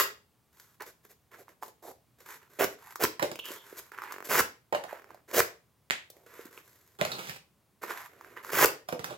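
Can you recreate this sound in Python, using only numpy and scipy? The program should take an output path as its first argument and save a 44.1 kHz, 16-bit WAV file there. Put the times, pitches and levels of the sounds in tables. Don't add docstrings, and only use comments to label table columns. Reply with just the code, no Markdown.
import sys
import numpy as np
from scipy import signal
from scipy.fft import rfft, irfft
from scipy.io import wavfile

SR = 44100
rng = np.random.default_rng(int(sys.argv[2]) if len(sys.argv) > 2 else 0)


def persist_wave(psi):
    counts = np.round(np.clip(psi, -1, 1) * 32767).astype(np.int16)
    wavfile.write(sys.argv[1], SR, np.atleast_2d(counts).T)


N = 404397
TIME = np.arange(N) / SR

# start_s, length_s, swell_db, flex_db (bending sheet), flute_db (cavities), fibre_db (tearing), jerk_peak_db
STROKES = [(0.0, 0.01, -8.5, -29.5, -26.5, -28.5, -56), (2.6, 0.047, 1, -24, -26, -30.5, -41),
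           (3.007, .035, 18, -25, -21, -21.5, -32.5), (4.298, .107, 9.5, -26, -20.5, -22, -31.5),
           (5.341, .058, 10.5, -23, -23, -21.5, -31.5), (8.525, 0.12, 16.5, -28.5, -15.5, -18, -34.5)]
# centre_hz, half_width_hz (at -6 dB), relative_level_db
SHEET_MODES = [(400, 66, -12.5), (468, 137, 3.5), (658, 250, 1.5)]
# centre_hz, half_width_hz (at -6 dB), relative_level_db
FLUTE_MODES = [(1016, 250, 2), (1419, 600, 3), (1830, 1400, -21)]
# frequency_hz, relative_level_db
FIBRES_AT_MICROPHONE = [(1200, -16.5), (2400, -23.5), (3200, -6.5), (5000, -1), (7200, -2), (9000, -10.5),
                        (10500, -5), (13000, 0.5), (16000, -3)]
# frequency_hz, relative_level_db
SLAP_AT_MICROPHONE = [(500, -19), (1400, 4.5), (2200, -2), (3800, -6), (5500, -7), (7500, -10.5),
                      (9200, -16), (12500, -9), (16000, -14)]


def amp(db):
    return 10 ** (np.asarray(db) / 20)


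def unit(x):
    return x / np.sqrt(np.mean(x ** 2))


def peak(x):
    return x / np.abs(x).max()


def add(track, start_s, x):
    i = max(int(start_s * SR), 0)
    track[i:i + len(x)] += x[:max(N - i, 0)]


def colour(x, spectrum, size=2048):
    hz, db = np.transpose(spectrum)
    f = np.maximum(np.fft.rfftfreq(size, 1 / SR), 1)
    gain = amp(np.interp(np.log(f), np.log(hz), db))
    gain = gain * np.minimum(f / hz[0], 1) * np.minimum(hz[-1] / f, 1) ** 2
    cepstrum = irfft(np.log(gain))
    cepstrum[1:size // 2] *= 2
    cepstrum[size // 2 + 1:] = 0
    response = irfft(np.exp(rfft(cepstrum)))
    return signal.oaconvolve(x, response)[:len(x)]


def resonate(x, modes):
    out = 0
    for hz, half_width, db in modes:
        b, a = signal.iirpeak(hz, hz / (2 * half_width), SR)
        once = signal.lfilter(b, a, x)
        out = out + amp(db) * signal.lfilter(b, a, once)
    return out


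def grains(rate, spread_db):
    signs = rng.choice([-1, 1], N)
    sizes = amp(spread_db * np.clip(rng.standard_normal(N), -2, 2))
    return signs * sizes * (rng.random(N) < rate / SR)


def slips(rate, scatter, decay_s, depth):
    gaps, sizes = rng.standard_normal((4000, 2)).T
    starts = np.append(0, np.cumsum(np.exp(scatter * gaps[1:]) / rate))
    k = np.searchsorted(starts, TIME, side="right") - 1
    surge = np.exp(np.tanh(sizes[k]) - (TIME - starts[k]) / decay_s)
    return unit(1 + depth * surge)


def fall(t60, size=8192):
    return np.exp(-np.log(1000) * np.arange(size) / SR / t60)


def ring(hz, damping):
    return peak(resonate(signal.unit_impulse(4096), [(hz, damping * hz, 0)]))


def burst(t60):
    decay = fall(t60)
    return decay * rng.standard_normal(len(decay))


def gesture(start_s, rise_s, fall_s, edge_db, fade_s):
    t = TIME[:int((rise_s + fall_s + 2 * fade_s) * SR)] - fade_s
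    swell = amp(np.interp(t, [0, rise_s, rise_s + fall_s], [edge_db, 0, edge_db]))
    fade = np.clip(1 + np.minimum(t, rise_s + fall_s - t) / fade_s, 0, 1)
    out = np.zeros(N)
    add(out, start_s - fade_s, swell * fade)
    return out


def gestures(table, edge_db, fade_s):
    return sum(np.outer(amp(levels), gesture(start_s, rise_s, fall_s, edge_db, fade_s))
               for start_s, rise_s, fall_s, *levels in table)


def ambience(level_db=-69.5, own_db=-6):
    # frequency_hz, relative_level_db
    hum = [(15, -48), (25, -15), (43, -10), (92, -8.5), (123, -7), (200, -14), (503, -21), (887, -22.5),
           (1070, -22), (1440, -27.5), (5730, -34), (9320, -33.5), (16000, -32.5)]
    shared, left, right = (unit(colour(rng.standard_normal(N), hum)) for _ in range(3))
    return amp(level_db) * unit(shared + amp(own_db) * np.array([left, right]))


def echoes(size=18000, port_spacing_s=0.00046):
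    # frequency_hz, t60_s, level_db re direct sound
    bands = [(100, .33, -11), (450, .31, -7), (1300, .28, -9), (3500, .31, -4), (7000, .26, -5),
             (14000, .2, -6)]
    f, t = np.fft.rfftfreq(size, 1 / SR), TIME[:size]
    likeness = np.sinc(2 * f * port_spacing_s)
    phases = np.exp(2j * np.pi * rng.random((2, len(f))))
    mid, side = phases * np.sqrt([(1 + likeness) * size / 2, (1 - likeness) * size / 2])
    diffuse, tail = np.array([mid + side, mid - side]), 0
    band_logs = np.log([row[0] for row in bands])
    for (_, t60, db), pick in zip(bands, np.eye(len(bands))):
        band = np.interp(np.log(f + 1), band_logs, pick)
        decay = fall(t60, size=size) * np.clip(t / .0025 - 1, 0, 1)
        tail = tail + amp(db) * irfft(diffuse * band) * decay / np.linalg.norm(decay)
    return tail


def room(x, count=5):
    position = (TIME * 40).astype(int) % count
    return sum(signal.oaconvolve((x * (position == k))[None], echoes(), axes=1)[:, :N]
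               for k in range(count))


def direct(x, lag_s, pan):
    late_click = signal.unit_impulse(2048, int(abs(lag_s) * SR))
    left = colour(late_click, [(hz, db / 2) for hz, db in pan])
    right = colour(signal.unit_impulse(2048), [(hz, -db / 2) for hz, db in pan])
    return signal.oaconvolve(x[None], np.array([left, right]), axes=1)[:, :N]


def sliding(body_db=-3, hiss_db=-4):
    # start_s, rise_s, fall_s, body_db, hiss_db (relative levels)
    slides = [(6.995, 0.018, 0.055, -34.5, -58), (7.075, 0.057, 0.083, -37.5, -48),
              (7.19, 0.061, 0.12, -44.5, -42.5), (8.886, .01, 0.064, -45.5, -58),
              (9.0, .12, 0.033, -42, -59)]
    # frequency_hz, relative_level_db
    pile_spectrum = [(29, -43), (50, -38), (125, 4.5), (257, -2.5), (537, 1.5), (612, -3), (732, 3.5),
                     (1050, 0.5), (1410, 3), (1960, -13.5), (2500, -7), (3250, -12.5), (5500, -20),
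                     (11000, -22)]
    body, hiss = gestures(slides, edge_db=-7.5, fade_s=0.01)
    bumps = slips(rate=35, scatter=.7, decay_s=.005, depth=1.2)
    scrape = grains(rate=6000, spread_db=6.0) * bumps
    return (amp(body_db) * body * unit(colour(scrape, pile_spectrum))
            + amp(hiss_db) * hiss * unit(colour(scrape, SLAP_AT_MICROPHONE)))


def landings(gain_db=-5):
    # start_s, body_peak_db (before gain_db), pitch_hz, slap_db and floor_thud_db (re body peak)
    knocks = [(3.195, -18, 1010, -5, -21), (3.221, -17, 475, -8, -26), (3.226, -12.5, 510, 0.5, -24.5),
              (3.315, -29.5, 434, 5.5, -9), (4.725, -12.5, 634, -12, -32), (4.736, -18.5, 656, -21, -22.5),
              (4.748, -11.5, 640, -7, -41), (4.838, -24, 670, -3, -29), (6.988, -38, 434.5, 3, -28),
              (7.012, -13.5, 580, -1, -11), (7.05, -20.5, 544, 6, -19), (7.117, -23, 4040, 3, -32),
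              (7.295, -33, 2775, 12, -4), (8.887, -20.5, 740, -1.5, -26), (8.925, -17, 475, -4.5, -16),
              (8.993, -29.5, 580, 4.5, -4.5), (9.043, -32, 640, 15, -8), (9.107, -26.5, 426, -7, -33)]
    out = np.zeros(N)
    for start_s, db, hz, slap_db, thud_db in knocks:
        body = peak(resonate(burst(0.073), [(hz, min(.45 * hz, 450), 0)]))
        slap = peak(colour(burst(0.027), SLAP_AT_MICROPHONE))
        add(out, start_s, amp(db + gain_db) * (body + amp(slap_db) * slap))
        add(out, start_s, amp(db + gain_db + thud_db) * ring(145, damping=0.33))
    return out


def clacks():
    # start_s, peak_db
    edge_hits = [(5.9, -20.5), (5.908, -4), (7.0129, -8.5)]
    # frequency_hz, relative_level_db
    clack_at_microphone = [(150, -6.5), (450, -3.5), (1000, 0), (1900, 9.5), (2600, 3), (3800, -2),
                           (5500, -10.5), (7300, -6.5), (9200, -17), (12500, -16.5), (16000, -22)]
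    out = np.zeros(N)
    for start_s, db in edge_hits:
        add(out, start_s, amp(db) * peak(colour(signal.unit_impulse(2048), clack_at_microphone)))
    return out


def rubbing(body_db=-3, flute_db=-3, hiss_db=-3):
    # start_s, rise_s, fall_s, body_db, flute_db (cavities), hiss_db (relative levels)
    rubs = [(0.53, 0.094, 0.13, -70, -62, -60.5), (0.805, 0.005, 0.029, -43.5, -36.5, -58),
            (0.86, 0.007, .04, -47, -46.5, -47.5), (1.035, 0.017, 0.023, -61.5, -61, -60),
            (1.095, 0.0167, 0.018, -53, -55.5, -52.5), (1.315, 0.031, 0.021, -51, -48, -57.5),
            (1.375, .02, 0.036, -48, -54, -55), (1.475, 0.017, 0.043, -58, -57.5, -63),
            (1.62, 0.006, 0.076, -48, -53.5, -50), (1.828, 0.064, 0.026, -40.5, -58, -48.5),
            (2.19, 0.019, 0.046, -55.5, -57.5, -57.5), (2.26, .045, 0.07, -52, -44, -47.5),
            (2.39, 0.041, 0.047, -64, -58, -68), (2.5, 0.24, .01, -54.5, -52.5, -55),
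            (2.79, 0.13, .02, -67, -49.5, -54.5), (3.445, 0.073, 0.067, -46.5, -42.5, -44),
            (3.6, 0.08, 0.22, -58.5, -52, -55), (3.772, 0.019, 0.011, -45.5, -44.5, -38.5),
            (3.92, 0.19, .06, -50.5, -41.5, -56.5), (4.245, 0.008, .03, -43, -41.5, -39.5),
            (4.88, 0.011, 0.11, -58, -43, -56), (5.02, .085, 0.1, -54.5, -58, -70.5),
            (5.283, 0.031, 0.023, -46, -45, -50), (6.13, .04, 0.107, -58.5, -68, -66.5),
            (6.265, 0.13, 0.097, -51, -48, -54.5), (6.51, 0.073, 0.029, -54, -50.5, -53),
            (6.62, 0.029, 0.32, -65.5, -63.5, -61.5), (7.82, 0.02, 0.025, -36, -38.5, -45.5),
            (7.875, 0.032, 0.024, -37, -33.5, -42), (7.93, 0.051, 0.094, -68, -40.5, -48),
            (8.09, .24, 0.033, -53.5, -53.5, -62.5), (8.365, 0.0067, 0.046, -49, -41.5, -58),
            (8.432, 0.073, 0.0058, -44.5, -40.5, -46.5)]
    # frequency_hz, relative_level_db
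    hiss_at_microphone = [(1200, -43), (2500, -6), (3500, 5), (5000, 5.5), (7200, 9), (9200, 0),
                          (12500, 14.5), (16000, -1.5)]
    body, flutes, hiss = gestures(rubs, edge_db=-9, fade_s=0.0068)
    catches = slips(rate=65, scatter=.5, decay_s=.003, depth=1.1)
    drag = grains(rate=9000, spread_db=4.5) * catches
    soft = signal.sosfilt(signal.butter(2, 2400, fs=SR, output="sos"), drag)
    return (amp(body_db) * body * unit(resonate(soft, SHEET_MODES))
            + amp(flute_db) * flutes * unit(resonate(soft, FLUTE_MODES))
            + amp(hiss_db) * hiss * unit(colour(drag, hiss_at_microphone)))


def squeaks():
    # start_s, length_s, pitch_hz, level_db (rms before the swell)
    squeals = [(3.389, 0.017, 3030, -36.5), (3.407, 0.12, 3000, -46.5), (3.497, 0.185, 3340, -61)]
    out = np.zeros(N)
    for start_s, length_s, hz, db in squeals:
        swell = np.hanning(int(length_s * SR))
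        squeal = unit(resonate(rng.standard_normal(8192), [(hz, 300, 0)]))
        add(out, start_s, amp(db) * swell * squeal[:len(swell)])
    return out


def pops(table, damping, crack_t60, flex_db, flute_db, gain_db, yield_s):
    out = np.zeros(N)
    kick = signal.unit_impulse(4096)
    sheet = (amp(flex_db) * peak(resonate(kick, SHEET_MODES))
             + amp(flute_db) * peak(resonate(kick, FLUTE_MODES)))
    for start_s, db, hz, crack_db in table:
        buckle = np.convolve(ring(hz, damping) + sheet, np.hanning(20))
        crack = colour(burst(crack_t60), FIBRES_AT_MICROPHONE)
        add(out, start_s + yield_s, amp(db + gain_db) * peak(buckle))
        add(out, start_s, amp(db + gain_db + crack_db) * peak(crack))
    return out


def ticking():
    # start_s, peak_db (before gain_db), ring_hz, crack_db (re that peak)
    ticks = [(0.598, -43, 1590, 5.5), (1.344, -40, 1380, -15), (0.806, -32.5, 1640, -5),
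             (0.821, -33, 890, 1.5), (1.481, -39, 1030, -16), (1.625, -26, 890, -15),
             (1.632, -25.5, 990, -11), (1.68, -42, 452, -13), (2.957, -23.5, 1170, -6),
             (3.356, -30, 2550, -6), (3.39, -27, 2780, -6), (3.455, -34.5, 2800, 5.5),
             (3.504, -34.5, 345, -3), (3.726, -35, 410, -18), (3.918, -31, 1470, -13),
             (3.986, -22, 1360, -21), (4.019, -24, 1184, -14), (4.037, -26, 1210, -13),
             (4.122, -27, 1064, -1.5), (4.928, -26, 614, -16), (5.105, -34.5, 990, -15),
             (5.145, -39, 676, -7.5), (6.101, -44.5, 515, 8.5), (6.392, -34, 406, -19),
             (6.454, -39, 300, 0), (6.576, -32.5, 2499, -27), (7.836, -23, 1066, -12),
             (7.908, -20, 1180, -30), (8.21, -33, 1090, -11), (8.246, -34, 1480, -15),
             (8.367, -30, 1320, -18), (8.447, -28.5, 1130, -6), (8.493, -26.5, 1280, -23),
             (8.521, -29, 1230, -4)]
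    return pops(ticks, damping=0.27, crack_t60=0.035, flex_db=-14.5, flute_db=-6.5, gain_db=-2,
                yield_s=.0006)


def ribs(spread_db=2, wander_octaves=0.4, count=12):
    # start_s, length_s, ribs_per_s, peak_db (before spread and gain), ring_hz (mid), crack_db (re peak)
    runs = [(4.141, .095, 47.5, -28, 1050, -13), (4.95, .11, 43, -39, 1300, -12)]
    rows = []
    for start_s, length_s, rate, db, hz, crack_db in runs:
        for k, (size, pitch) in enumerate(rng.uniform(-1, 1, (count, 2))):
            if k / rate < length_s:
                rib_hz = hz * 2 ** (wander_octaves * pitch)
                rows.append((start_s + k / rate, db + spread_db * size, rib_hz, crack_db))
    return rows


def ratchet():
    return pops(ribs(), damping=.6, crack_t60=.02, flex_db=-5.5, flute_db=-4.5, gain_db=-2.5,
                yield_s=.0005)


def jerks(hz=95, damping=0.91):
    out = np.zeros(N)
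    for start_s, length_s, *_, db in STROKES:
        add(out, start_s + length_s, amp(db) * ring(hz, damping))
    return out


def walls(count=24):
    walls_per_s, scatter = 105, .45
    wall_db, spread_db, crack_db = 10, 3, -6.5
    low_hz, high_hz = 453, 1740
    rows = []
    for start_s, length_s, swell_db, _, flute_db, _, _ in STROKES:
        for k, (late, size, pitch) in enumerate(rng.uniform(-1, 1, (count, 3))):
            along = (k + 1 + scatter * late) / walls_per_s / length_s
            db = flute_db + wall_db + swell_db * (along - 1) + spread_db * size
            hz = low_hz * (high_hz / low_hz) ** ((1 + pitch) / 2)
            if along < 1:
                rows.append((start_s + along * length_s, db, hz, crack_db))
    return rows


def snapping():
    # start_s, peak_db (before gain_db), ring_hz, crack_db (re that peak)
    tough_walls = [(2.607, -6, 463, -24), (2.642, -6.5, 430, -3.5), (3.038, -8, 408, 7.5),
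                   (3.05, -6, 1740, -2), (4.353, -3, 1510, -9.5), (4.394, -0.5, 1470, -3),
                   (4.407, -7.5, 1100, -1.5), (5.4025, 2, 1452, -4), (8.591, -4, 1060, -4),
                   (8.647, -2, 1620, -8), (8.658, -11.5, 880, 11)]
    return pops(tough_walls + walls(), damping=0.36, crack_t60=0.0054, flex_db=-8, flute_db=0.5,
                gain_db=-7.5, yield_s=.0016)


def stroke(start_s, length_s, swell_db, attack_s=0.013, release_s=0.014):
    force = amp(swell_db * (np.clip((TIME - start_s) / length_s, 0, 1) - 1))
    attack = np.clip(1 + (TIME - start_s) / attack_s, 0, 1)
    release = np.clip(1 - (TIME - start_s - length_s) / release_s, 0, 1) ** 2
    return force * attack * release


def cutting(flex_db=-3, flute_db=-3, fibre_db=-2, shudder_db=-23):
    swell_shares = (0.44, 1, 1)
    flex, flutes, fibres = sum(
        amp(levels)[:, None] * [stroke(start_s, length_s, share * swell_db) for share in swell_shares]
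        for start_s, length_s, swell_db, *levels, _ in STROKES)
    surges = slips(rate=230, scatter=.4, decay_s=.0014, depth=.9)
    tear = grains(rate=16000, spread_db=3) * surges
    shudder = unit(resonate(tear, [(155, 37, 0)]))
    return (amp(flex_db) * flex * unit(resonate(tear, SHEET_MODES))
            + amp(flute_db) * flutes * unit(resonate(tear, FLUTE_MODES))
            + amp(fibre_db) * fibres * unit(colour(tear, FIBRES_AT_MICROPHONE))
            + amp(shudder_db) * flutes * shudder)


def scene(pile_room_db=3, lead_in_db=4):
    # frequency_hz, left_minus_right_db
    hands_pan = [(60, 2), (110, -0.5), (200, -1.5), (380, -3.5), (700, -7), (1290, -2.5), (2380, -7),
                 (4400, 0.5), (8120, 6), (15000, 0)]
    # frequency_hz, left_minus_right_db
    pile_pan = [(60, 0), (300, -6), (700, -4), (2000, -9), (5000, -4.5), (16000, 0.5)]
    pile = landings() + sliding() + clacks()
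    knife = cutting() + snapping()
    hands = knife + jerks() + ticking() + ratchet() + rubbing() + squeaks()
    lead_in = amp(lead_in_db) * knife * (TIME < .1)
    reverberant = room(hands + lead_in + amp(pile_room_db) * pile)
    return (direct(hands, lag_s=0, pan=hands_pan) + direct(pile, lag_s=.00028, pan=pile_pan)
            + reverberant + ambience())


def record(dry, low_cut_hz=62, top_hz=16000, ceiling=.7):
    thinned = signal.sosfilt(signal.butter(3, low_cut_hz, "high", fs=SR, output="sos"), dry)
    rounded = ceiling * np.tanh(thinned / ceiling)
    return signal.sosfilt(signal.ellip(10, .2, 70, top_hz, fs=SR, output="sos"), rounded)


dry = scene()
out = record(dry)
persist_wave(out)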